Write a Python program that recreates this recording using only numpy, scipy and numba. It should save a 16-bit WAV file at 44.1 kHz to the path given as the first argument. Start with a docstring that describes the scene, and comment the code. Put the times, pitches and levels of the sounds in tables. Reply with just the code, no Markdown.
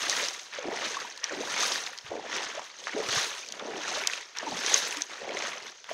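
"""A splash swells and collapses, then a low gulp: someone wades through knee-deep floodwater in the open
air, a stride every three quarters of a second. Each leg plunges with a gulp of large bubbles, churns the
surface and throws spray that patters back. The water is mostly ringing air pockets, the larger the lower,
with droplet impacts and slaps. A small hand-held camera hears it from just above, with a thin echo
and a faint hiss."""
import sys
import numpy as np
from scipy import signal
from scipy.fft import rfft, irfft
from scipy.io import wavfile
from numba import njit

SR = 44100
rng = np.random.default_rng(int(sys.argv[2]) if len(sys.argv) > 2 else 0)


def wrap_up_sound(samples):
    """Save the sound to the file named by the first command line argument, as 16-bit audio."""
    columns = np.atleast_2d(samples).T
    # keep every value between -1 and 1, then stretch to whole-number steps
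    tamed = np.clip(columns, -1, 1)
    steps = np.round(tamed * 32767).astype(np.int16)
    wavfile.write(sys.argv[1], SR, steps)


N = 261513


def undb(db):
    """Decibels to gain."""
    return 10 ** (np.asarray(db) / 20)


def sum_db(levels_db):
    """Level of unrelated sounds together: their powers add."""
    return 10 * np.log10(sum(undb(db) ** 2 for db in levels_db))


def envelope_db(age_s, attack_db_s, hold_s, fall_db_s):
    """Climbs to 0 dB at age 0, holds, then sinks."""
    return attack_db_s * np.minimum(age_s, 0) - fall_db_s * np.maximum(age_s - hold_s, 0)


def unit(x):
    """Scale to rms 1."""
    return x / np.sqrt(np.mean(x ** 2))


def colour(x, points):
    """Filter through (freq_hz, gain_db) points; minimum phase keeps attacks sharp."""
    size = 4096
    hz, db = np.transpose(points)
    grid_hz = np.maximum(np.fft.rfftfreq(size, 1 / SR), 1)
    gain = undb(np.interp(np.log(grid_hz), np.log(hz), db))
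    cepstrum = irfft(np.log(gain))
    cepstrum[1:size // 2] *= 2
    cepstrum[size // 2 + 1:] = 0
    impulse = irfft(np.exp(rfft(cepstrum)))
    return signal.fftconvolve(x, impulse)[:N]


def wander(rate_hz):
    """Smooth random drift with a spread near 1."""
    position = np.arange(N) / SR * rate_hz
    return 1.2 * np.interp(position, np.arange(4096), rng.standard_normal(4096))


def add(out, start_s, sound):
    """Mix a sound in at a time."""
    start = max(int(start_s * SR), 0)
    part = sound[:max(N - start, 0)]
    out[start:start + len(part)] += part


@njit
def ring(starts_s, hz, peaks, decay_cycles, rise, onset):
    """Bubbles: damped sines that swell over `onset` decay times and sharpen by `rise` per decay time."""
    out = np.zeros(N)
    envelope_peak = (onset / (1 + onset)) ** onset / (1 + onset)
    for k in range(len(starts_s)):
        start = max(int(starts_s[k] * SR), 0)
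        decay_samples = decay_cycles[k] * SR / hz[k]
        phase = 0.
        for i in range(min(int(6 * decay_samples), N - start)):
            age = i / decay_samples
            phase += 2 * np.pi * hz[k] * (1 + rise * age) / SR
            envelope = np.exp(-age) * (1 - np.exp(-age / onset)) / envelope_peak
            out[start + i] += peaks[k] * envelope * np.sin(phase)
    return out


def cloud(count, low_hz, high_hz, decay_cycles, spread_db, rise):
    """A swarm of bubbles of all sizes in a range, many weak and a few strong."""
    when, pitch, strength, damping = rng.random((count, 4)).T
    hz = low_hz * (high_hz / low_hz) ** pitch
    cycles = decay_cycles * 2 ** (2 * damping - 1)
    rank = -np.log(1 - .97 * strength)
    peaks = undb(spread_db * rank) * hz / high_hz  # small bubbles end sooner, so peak higher
    return unit(ring(when * N / SR, hz, peaks, cycles, rise, onset=0.14))


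def crackle(per_s, spread_db):
    """Tiny impacts of droplets on the surface."""
    hits = rng.random(N) < per_s / SR
    signs = rng.choice([-1, 1], N)
    sizes = np.minimum(rng.exponential(size=N), 4)
    return unit(hits * signs * undb(spread_db * sizes))


def flurries(per_s, decay_s):
    """Gain of water landing in clumps: each starts at once and dies away."""
    landings = (rng.random(N) < per_s / SR) * rng.uniform(0.51, 1, N)
    power = signal.lfilter([1], [1, -np.exp(-1 / (decay_s * SR))], landings)
    return unit(np.sqrt(power + 0.26))


def crest_db(age_s, rise_db_s, fall_db_s):
    """A wave swells to a rounded crest at age 0 and sinks."""
    round_s = 0.0089
    return (round_s - np.hypot(age_s, round_s)) * np.where(age_s < 0, rise_db_s, fall_db_s)


# Leg swings: crest_s, churn_db, spray_db, mist_db, rise_db_per_s, fall_db_per_s
LEG_SWINGS = [(0.14, -34.5, -31, -45.5, 25, 59.5), (.831, -36, -36.5, -55.5, 94, 40.5),
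              (1.622, -33, -31.5, -46, 63, 47), (2.35, -35.5, -36.5, -61.5, 163, 47),
              (3.177, -32.5, -29.5, -44.5, 88, 80), (3.936, -34.5, -36.5, -55.5, 60, 59),
              (4.73, -32, -27.5, -42.5, 77, 62), (5.447, -35.5, -39, -59, 75, 76)]


def swings(t):
    """A swinging leg pushes a wave that swells and collapses. Yields gulp, churn, spray, mist in dB."""
    wake_db, mist_lag_s = -8.5, 0.033
    for crest_s, churn_db, spray_db, mist_db, rise, fall in LEG_SWINGS:
        wave = crest_db(t - crest_s, rise, fall)
        late_wave = crest_db(t - crest_s - mist_lag_s, rise, fall)  # the finest droplets land later
        settle = envelope_db(t - crest_s, attack_db_s=0, hold_s=0.21, fall_db_s=30)
        yield (churn_db + wake_db + 0.96 * wave + settle,
               churn_db + 0.83 * wave + settle,
               spray_db + wave + settle,
               mist_db + 1.06 * late_wave + settle)


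# Spray spectrum: freq_hz, gain_db
SPRAY_SPECTRUM = [(300, -45), (1800, -1), (2900, -4), (3700, 2), (4700, -1.5), (5600, 0), (6400, 2.5),
                  (7100, -9.5), (8000, -11.5), (9200, -13.5), (12000, -43), (15500, -54)]


def spray(level_db):
    """Thrown water falls back as ticks and small bubbles; a heavy splash merges into a finer wash."""
    sparse = cloud(count=12000, low_hz=2543, high_hz=7355, decay_cycles=4.4, spread_db=6.5, rise=0.024)
    dense = cloud(count=24000, low_hz=2473, high_hz=7360, decay_cycles=5.8, spread_db=3.0, rise=0.014)
    dense_share = np.clip((level_db + 48) / 22, 0, 1)
    bubbles = np.sqrt(1 - dense_share) * sparse + np.sqrt(dense_share) * dense
    impacts = undb(2.5) * crackle(per_s=4500, spread_db=6.0)
    drops = unit(colour(bubbles + impacts, SPRAY_SPECTRUM))
    return drops * undb(level_db + 0.48) * flurries(per_s=55, decay_s=0.0081)


# Churned surface spectrum: freq_hz, gain_db
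CHURN_SPECTRUM = [(100, -42), (400, -13.5), (700, -7.5), (1000, -0.5), (1800, 2.5), (2600, -1.5),
                  (3400, -3), (6000, -13), (15000, -68)]


def churn(level_db):
    """The bow wave folds over and traps middle-sized bubbles in quick surges."""
    bubbles = cloud(count=8000, low_hz=645, high_hz=3275, decay_cycles=4.7, spread_db=2.0, rise=0.066)
    impacts = undb(5.0) * crackle(per_s=2500, spread_db=-0.5)
    water = unit(colour(bubbles + impacts, CHURN_SPECTRUM))
    return water * undb(level_db + 0.5) * flurries(per_s=110, decay_s=0.0025)


# Large-bubble spectrum: freq_hz, gain_db
GULP_SPECTRUM = [(30, -53), (60, -11.5), (120, -13.5), (200, -8.5), (330, -1), (470, 3.5), (750, 2),
                 (1100, -1.5), (2500, -34), (8000, -64)]


def gulp(level_db):
    """Large pockets of air tumble in the wake of the legs."""
    bubbles = cloud(count=5500, low_hz=127.9, high_hz=956, decay_cycles=1.68, spread_db=5.0, rise=0.06)
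    rush = undb(-10) * rng.standard_normal(N)
    return unit(colour(bubbles + rush, GULP_SPECTRUM)) * undb(level_db + 1.3)


# Mist spectrum: freq_hz, gain_db
MIST_SPECTRUM = [(1000, -32), (5000, -5), (6500, 7), (8000, -4), (10000, -7.5), (12500, -13.5),
                 (15500, -14)]


def mist(level_db):
    """Fine droplets prickle on the surface and leave a fizz of tiny bubbles."""
    fizz = cloud(count=2500, low_hz=7540, high_hz=12340, decay_cycles=7.1, spread_db=2.5, rise=0.0099)
    prickle = crackle(per_s=7900, spread_db=2.5)
    droplets = unit(colour(prickle + undb(-2.5) * fizz, MIST_SPECTRUM))
    return droplets * undb(level_db + 2.0 + 2.5 * wander(rate_hz=80))


# Background spectrum: freq_hz, gain_db
HISS_SPECTRUM = [(25, -24), (60, -14), (200, -27.5), (550, -2.5), (1500, -29), (3700, -4.5), (5300, -2),
                 (6500, -0.5), (7800, -23), (11000, -37), (15500, -39)]


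def hiss():
    """Faint steady noise behind the water."""
    return undb(-57) * unit(colour(rng.standard_normal(N), HISS_SPECTRUM))


# Echo spectrum: freq_hz, gain_db
ECHO_SPECTRUM = [(150, -15), (1000, -12.5), (4000, -42), (9000, -18)]


def echo(water):
    """A thin, dull scatter comes back from fences and trees."""
    rt60_s, build_s = 0.16, 0.01
    t = np.arange(SR // 2) / SR
    tail = rng.standard_normal(len(t)) * undb(-60 * t / rt60_s) * (1 - np.exp(-t / build_s))
    tail /= np.sqrt(np.sum(tail ** 2))
    return colour(signal.fftconvolve(water, tail)[:N], ECHO_SPECTRUM)


# Loud bubbles, deep plops to plinks: start_s, pitch_hz, level_db, decay_cycles
LOUD_BUBBLES = [(.0971, 6300, -12, 2.7), (.1272, 1860, -19.5, 3.4), (.2305, 583, -27, 2.4),
                (.2854, 5550, -16.5, 1.7), (.5862, 550, -26.5, 1.8), (.6849, 630, -20.5, 0.91),
                (.9455, 1690, -25.5, 3.3), (.9685, 1090, -22.5, 4.3), (1.0, 1630, -36, 3.8),
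                (1.002, 4700, -29, 4.4), (1.048, 940, -29.5, 3.8), (1.2416, 5670, -13.5, 5.2),
                (1.246, 1980, -29, 4.1), (1.2951, 1760, -26.5, 3.5), (1.4057, 460, -24.5, 1.8),
                (1.6329, 1220, -15.5, 1.9), (1.7579, 1730, -16, 1.26), (1.865, 3900, -20.5, 1.8),
                (1.8736, 2140, -21.5, 1.1), (1.977, 5500, -27, 1.4), (1.9866, 4340, -23.5, 1.4),
                (2.1198, 690, -25.5, 2), (2.1542, 508, -24.5, 1.8), (2.3655, 6530, -24, 0.74),
                (2.5941, 930, -22.5, 1), (2.8804, 1410, -23, 1.7), (2.8938, 1840, -25, 3.2),
                (2.9325, 2190, -29.5, 4.5), (2.9628, 422, -25, 3.6), (3.0021, 430, -22, 1.8),
                (3.1483, 3340, -21, 1.3), (3.4874, 6050, -24.5, 3.2), (3.523, 6140, -19, 1.6),
                (3.5956, 3460, -26.5, 3.9), (4.0374, 2170, -19.5, 1.8), (4.0729, 6350, -7.5, 1.6),
                (4.0985, 1940, -21, 2.3), (4.1347, 2620, -18, 2.7), (4.3861, 5720, -18, 3.8),
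                (4.4, 1780, -30, 5.5), (4.7419, 6320, -4.5, 9.6), (4.926, 2610, -21, 2.7),
                (4.9705, 4170, -15, 0.58), (5.02, 6320, -14.5, 4.8), (5.2916, 2220, -26.5, 4.1),
                (5.3706, 2050, -22, 3.3), (5.3896, 5830, -22, 1.5), (5.4233, 2190, -19, 2.3),
                (5.9122, 643, -23.5, 2.3)]
# Closing tick spectrum: freq_hz, gain_db
TICK_SPECTRUM = [(300, -38), (1800, -18), (3000, -5.5), (4700, -1.5), (5600, -0.5), (6400, -1),
                 (7100, -6.5), (8500, -22.5), (12000, -31), (15500, -38)]


def single_bubbles(rows=LOUD_BUBBLES):
    """The surface closes with a short tick and the trapped bubble rings."""
    starts_s, hz, level_db, decay_cycles = np.array(rows, float).T
    rings = ring(starts_s, hz, undb(level_db - 2), decay_cycles, rise=0.0058, onset=0.44)
    t = np.arange(400) / SR
    ticks = np.zeros(N)
    for start_s, pitch_hz, gain in zip(starts_s, hz, undb(level_db)):
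        hardness = pitch_hz / (pitch_hz + 3000)  # smaller bubbles tick harder
        tick = rng.standard_normal(len(t)) * np.exp(-t / 0.002)
        add(ticks, start_s, gain * hardness * tick)
    return rings + undb(4) * colour(ticks, TICK_SPECTRUM)


def drips(per_s=10, low_hz=1600, high_hz=6600):
    """Stray drops fall from the legs at random and leave faint bubbles."""
    when, pitch, strength, damping = rng.random((int(per_s * N / SR), 4)).T
    pitch_hz = low_hz * (high_hz / low_hz) ** pitch
    level_db = -41 + 9 * (strength - .5)
    decay_cycles = 4.6 * 2 ** (damping - .5)
    return single_bubbles(np.column_stack([when * N / SR, pitch_hz, level_db, decay_cycles]))


# Water falling back: start_s, hold_s, gulp_db, churn_db, spray_db
BACKWASH_BURSTS = [(0.19, 0.041, -44, -37.5, -35), (0.936, 0.12, -81, -64, -67),
                   (1.61, 0.017, -66, -40, -25.5), (1.7, 0.069, -49.5, -45, -36),
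                   (2.565, 0.034, -57, -44.5, -53), (2.643, .02, -75, -52, -46.5),
                   (2.79, 0.077, -55.5, -54, -48.5), (3.392, .06, -79, -62, -43.5),
                   (3.517, 0.063, -51, -50, -52), (4.097, 0.085, -64, -42.5, -42.5),
                   (4.94, 0.078, -56, -43, -45.5), (5.106, 0.037, -51.5, -61, -50.5),
                   (5.63, .06, -55.5, -52.5, -50), (5.895, .04, -57, -42.5, -48)]


def backwashes(t):
    """Water falls back in a short wash. Yields gulp, churn, spray, mist in dB."""
    for start_s, hold_s, gulp_db, churn_db, spray_db in BACKWASH_BURSTS:
        wash = envelope_db(t - start_s, attack_db_s=500, hold_s=hold_s, fall_db_s=256)
        yield gulp_db + wash, churn_db + wash, spray_db + wash, spray_db - 17 + wash


# Surface slaps: start_s, decay_s, centre_hz, level_db
SURFACE_SLAPS = [(.531, .002, 2980, -37), (.5367, 0.0053, 2670, -33.5), (1.1755, .0024, 3920, -32.5),
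                 (1.3105, 0.0042, 930, -31), (2.8701, 0.0016, 1240, -21), (3.597, 0.016, 1450, -37),
                 (3.683, .0056, 647, -34), (4.072, 0.002, 7000, -30), (4.352, .005, 2000, -38),
                 (4.3712, .002, 3640, -28), (4.4285, 0.0074, 774, -32.5), (5.8423, 0.0018, 2580, -35),
                 (5.8912, 0.0033, 1480, -32)]


def slaps():
    """The surface hits a leg or is hit by a sheet of water: a broad burst, gone in milliseconds."""
    out = np.zeros(N)
    t = np.arange(4096) / SR
    for start_s, decay_s, hz, level_db in SURFACE_SLAPS:
        band = [(hz / 12, -40), (hz / 2, -3), (hz, 0), (hz * 1.6, -4), (hz * 3, -26), (hz * 12, -60)]
        noise = rng.standard_normal(len(t)) * np.exp(-t / decay_s)
        burst = colour(noise, band)[:len(t)]
        onset_rms = np.sqrt(np.sum(burst ** 2) / (decay_s * SR / 2))
        add(out, start_s, undb(level_db) * burst / onset_rms)
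    return out


# Leg plunges: start_s, entry_db, gulp_delay_s, gulp_length_s, gulp_db, first_pitch_hz, last_pitch_hz
LEG_PLUNGES = [(.532, -40, 0.11, .05, -37, 500, 383), (1.235, -39, 0.085, .1, -40, 480, 270),
               (2.057, -45, 0.059, 0.075, -38.5, 564, 400), (2.873, -40.5, .074, .06, -35.5, 530, 370),
               (3.59, -50.5, .025, 0.18, -40, 586, 377), (4.364, -40, .064, .13, -41.5, 625, 252),
               (5.101, -43, 0.12, .13, -41, 540, 397), (5.847, -58, .058, .04, -47.5, 680, 620)]


def plunges(t):
    """A leg breaks the surface, then drives down with a gulp. Yields gulp, churn, spray, mist in dB."""
    for start_s, entry_db, delay_s, length_s, gulp_db, _, _ in LEG_PLUNGES:
        age_s = t - start_s
        entry = entry_db + envelope_db(age_s, attack_db_s=1500, hold_s=0, fall_db_s=39)
        drive = gulp_db + envelope_db(age_s - delay_s, attack_db_s=800, hold_s=length_s, fall_db_s=64)
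        yield sum_db([entry - 17.5, drive - 2.5]), entry, entry - 7, entry - 45


# Bubble string spectrum: freq_hz, gain_db
STRING_SPECTRUM = [(50, -11), (130, -6), (260, 2.5), (800, 0), (2500, -3)]


def bubble_strings(per_s=130):
    """A plunging leg's air cavity breaks into bubbles: the deeper the leg, the larger and lower."""
    out = np.zeros(N)
    for start_s, _, delay_s, length_s, gulp_db, first_hz, last_hz in LEG_PLUNGES:
        count = max(int(length_s * per_s), 2)
        jitter, detune, strength = rng.standard_normal((64, 3))[:count].T
        depth = np.clip((np.arange(count) + 0.281 * jitter) / count, 0, 1)
        starts_s = start_s + delay_s + depth * length_s
        hz = first_hz * (last_hz / first_hz) ** depth * 2 ** (0.37 * detune)
        decay_cycles = np.full(count, 1.3)
        string = ring(starts_s, hz, undb(3 * strength), decay_cycles, rise=0.013, onset=0.32)
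        rms = np.sqrt(np.sum(string ** 2) / (length_s * SR))
        out += undb(gulp_db - 4.5) * string / rms
    return colour(out, STRING_SPECTRUM)


# Air cavities beside a leg: start_s, length_s, from_hz, to_hz, level_db
CAVITIES = [(.572, 0.052, 578, 458, -36.5), (0.656, 0.054, 327, 388, -29.5),
            (0.819, .024, 850, 1450, -29.5), (1.367, 0.058, 279, 204, -40), (2.57, 0.022, 440, 1010, -27.5),
            (3.174, .019, 1005, 1570, -23.5), (3.424, .02, 1830, 2900, -34),
            (3.965, 0.028, 570, 660, -26.5), (4.46, 0.032, 966, 850, -27), (4.577, .033, 210, 288, -34),
            (4.46, 0.05, 378, 235, -34.5), (4.958, 0.052, 280, 333, -38.5)]


def slurps():
    """A cavity's note falls as it deepens, rises as it is squeezed shut, and wavers with its ragged wall."""
    out = np.zeros(N)
    waver = 1 + 0.059 * wander(rate_hz=300)
    for start_s, length_s, from_hz, to_hz, level_db in CAVITIES:
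        progress = np.linspace(0, 1, max(int(length_s * SR), 2))
        glide_hz = from_hz * (to_hz / from_hz) ** progress
        hz = glide_hz * waver[int(start_s * SR):][:len(progress)]
        note = np.sin(2 * np.pi * np.cumsum(hz) / SR)
        add(out, start_s, undb(level_db) * np.sin(np.pi * progress) ** 2 * note)
    return out * undb(1.96 * wander(rate_hz=160) - 3.5)


# Dull thumps: start_s, pitch_hz, peak_db
LEG_THUMPS = [(2.045, 126, -50), (2.092, 94, -50), (3.086, 115, -42), (3.168, 133, -35), (4.525, 191, -37)]


def thumps():
    """A leg shoves water aside; very large, heavily damped air pockets ring."""
    starts_s, hz, peak_db = np.array(LEG_THUMPS, float).T
    decay_cycles = np.full(len(hz), 0.9)
    return ring(starts_s, hz, undb(peak_db), decay_cycles, rise=0.027, onset=0.53)


def stride_levels():
    """Gulp, churn, spray and mist in dB per sample: all leg movements over a steady trickle."""
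    control_samples = np.arange(0, N, 32)
    t = control_samples / SR
    trickle_db = [[-73], [-74], [-60], [-84]]
    layers_db = sum_db([trickle_db, *swings(t), *backwashes(t), *plunges(t)])
    return [np.interp(np.arange(N), control_samples, db) for db in layers_db]


def scene():
    """All the water sounds, the hiss and the water's echo, in mono."""
    gulp_db, churn_db, spray_db, mist_db = stride_levels()
    wash = gulp(gulp_db) + churn(churn_db) + spray(spray_db) + mist(mist_db)
    water = wash + bubble_strings() + slaps() + single_bubbles() + drips() + slurps() + thumps()
    return (water + hiss() + echo(water))[None]


def record(dry):
    """The camera cuts the top of the treble steeply."""
    cutoff_hz = 15700
    return signal.sosfilt(signal.ellip(10, .2, 70, cutoff_hz, fs=SR, output="sos"), dry)


dry = scene()
out = record(dry)
wrap_up_sound(out)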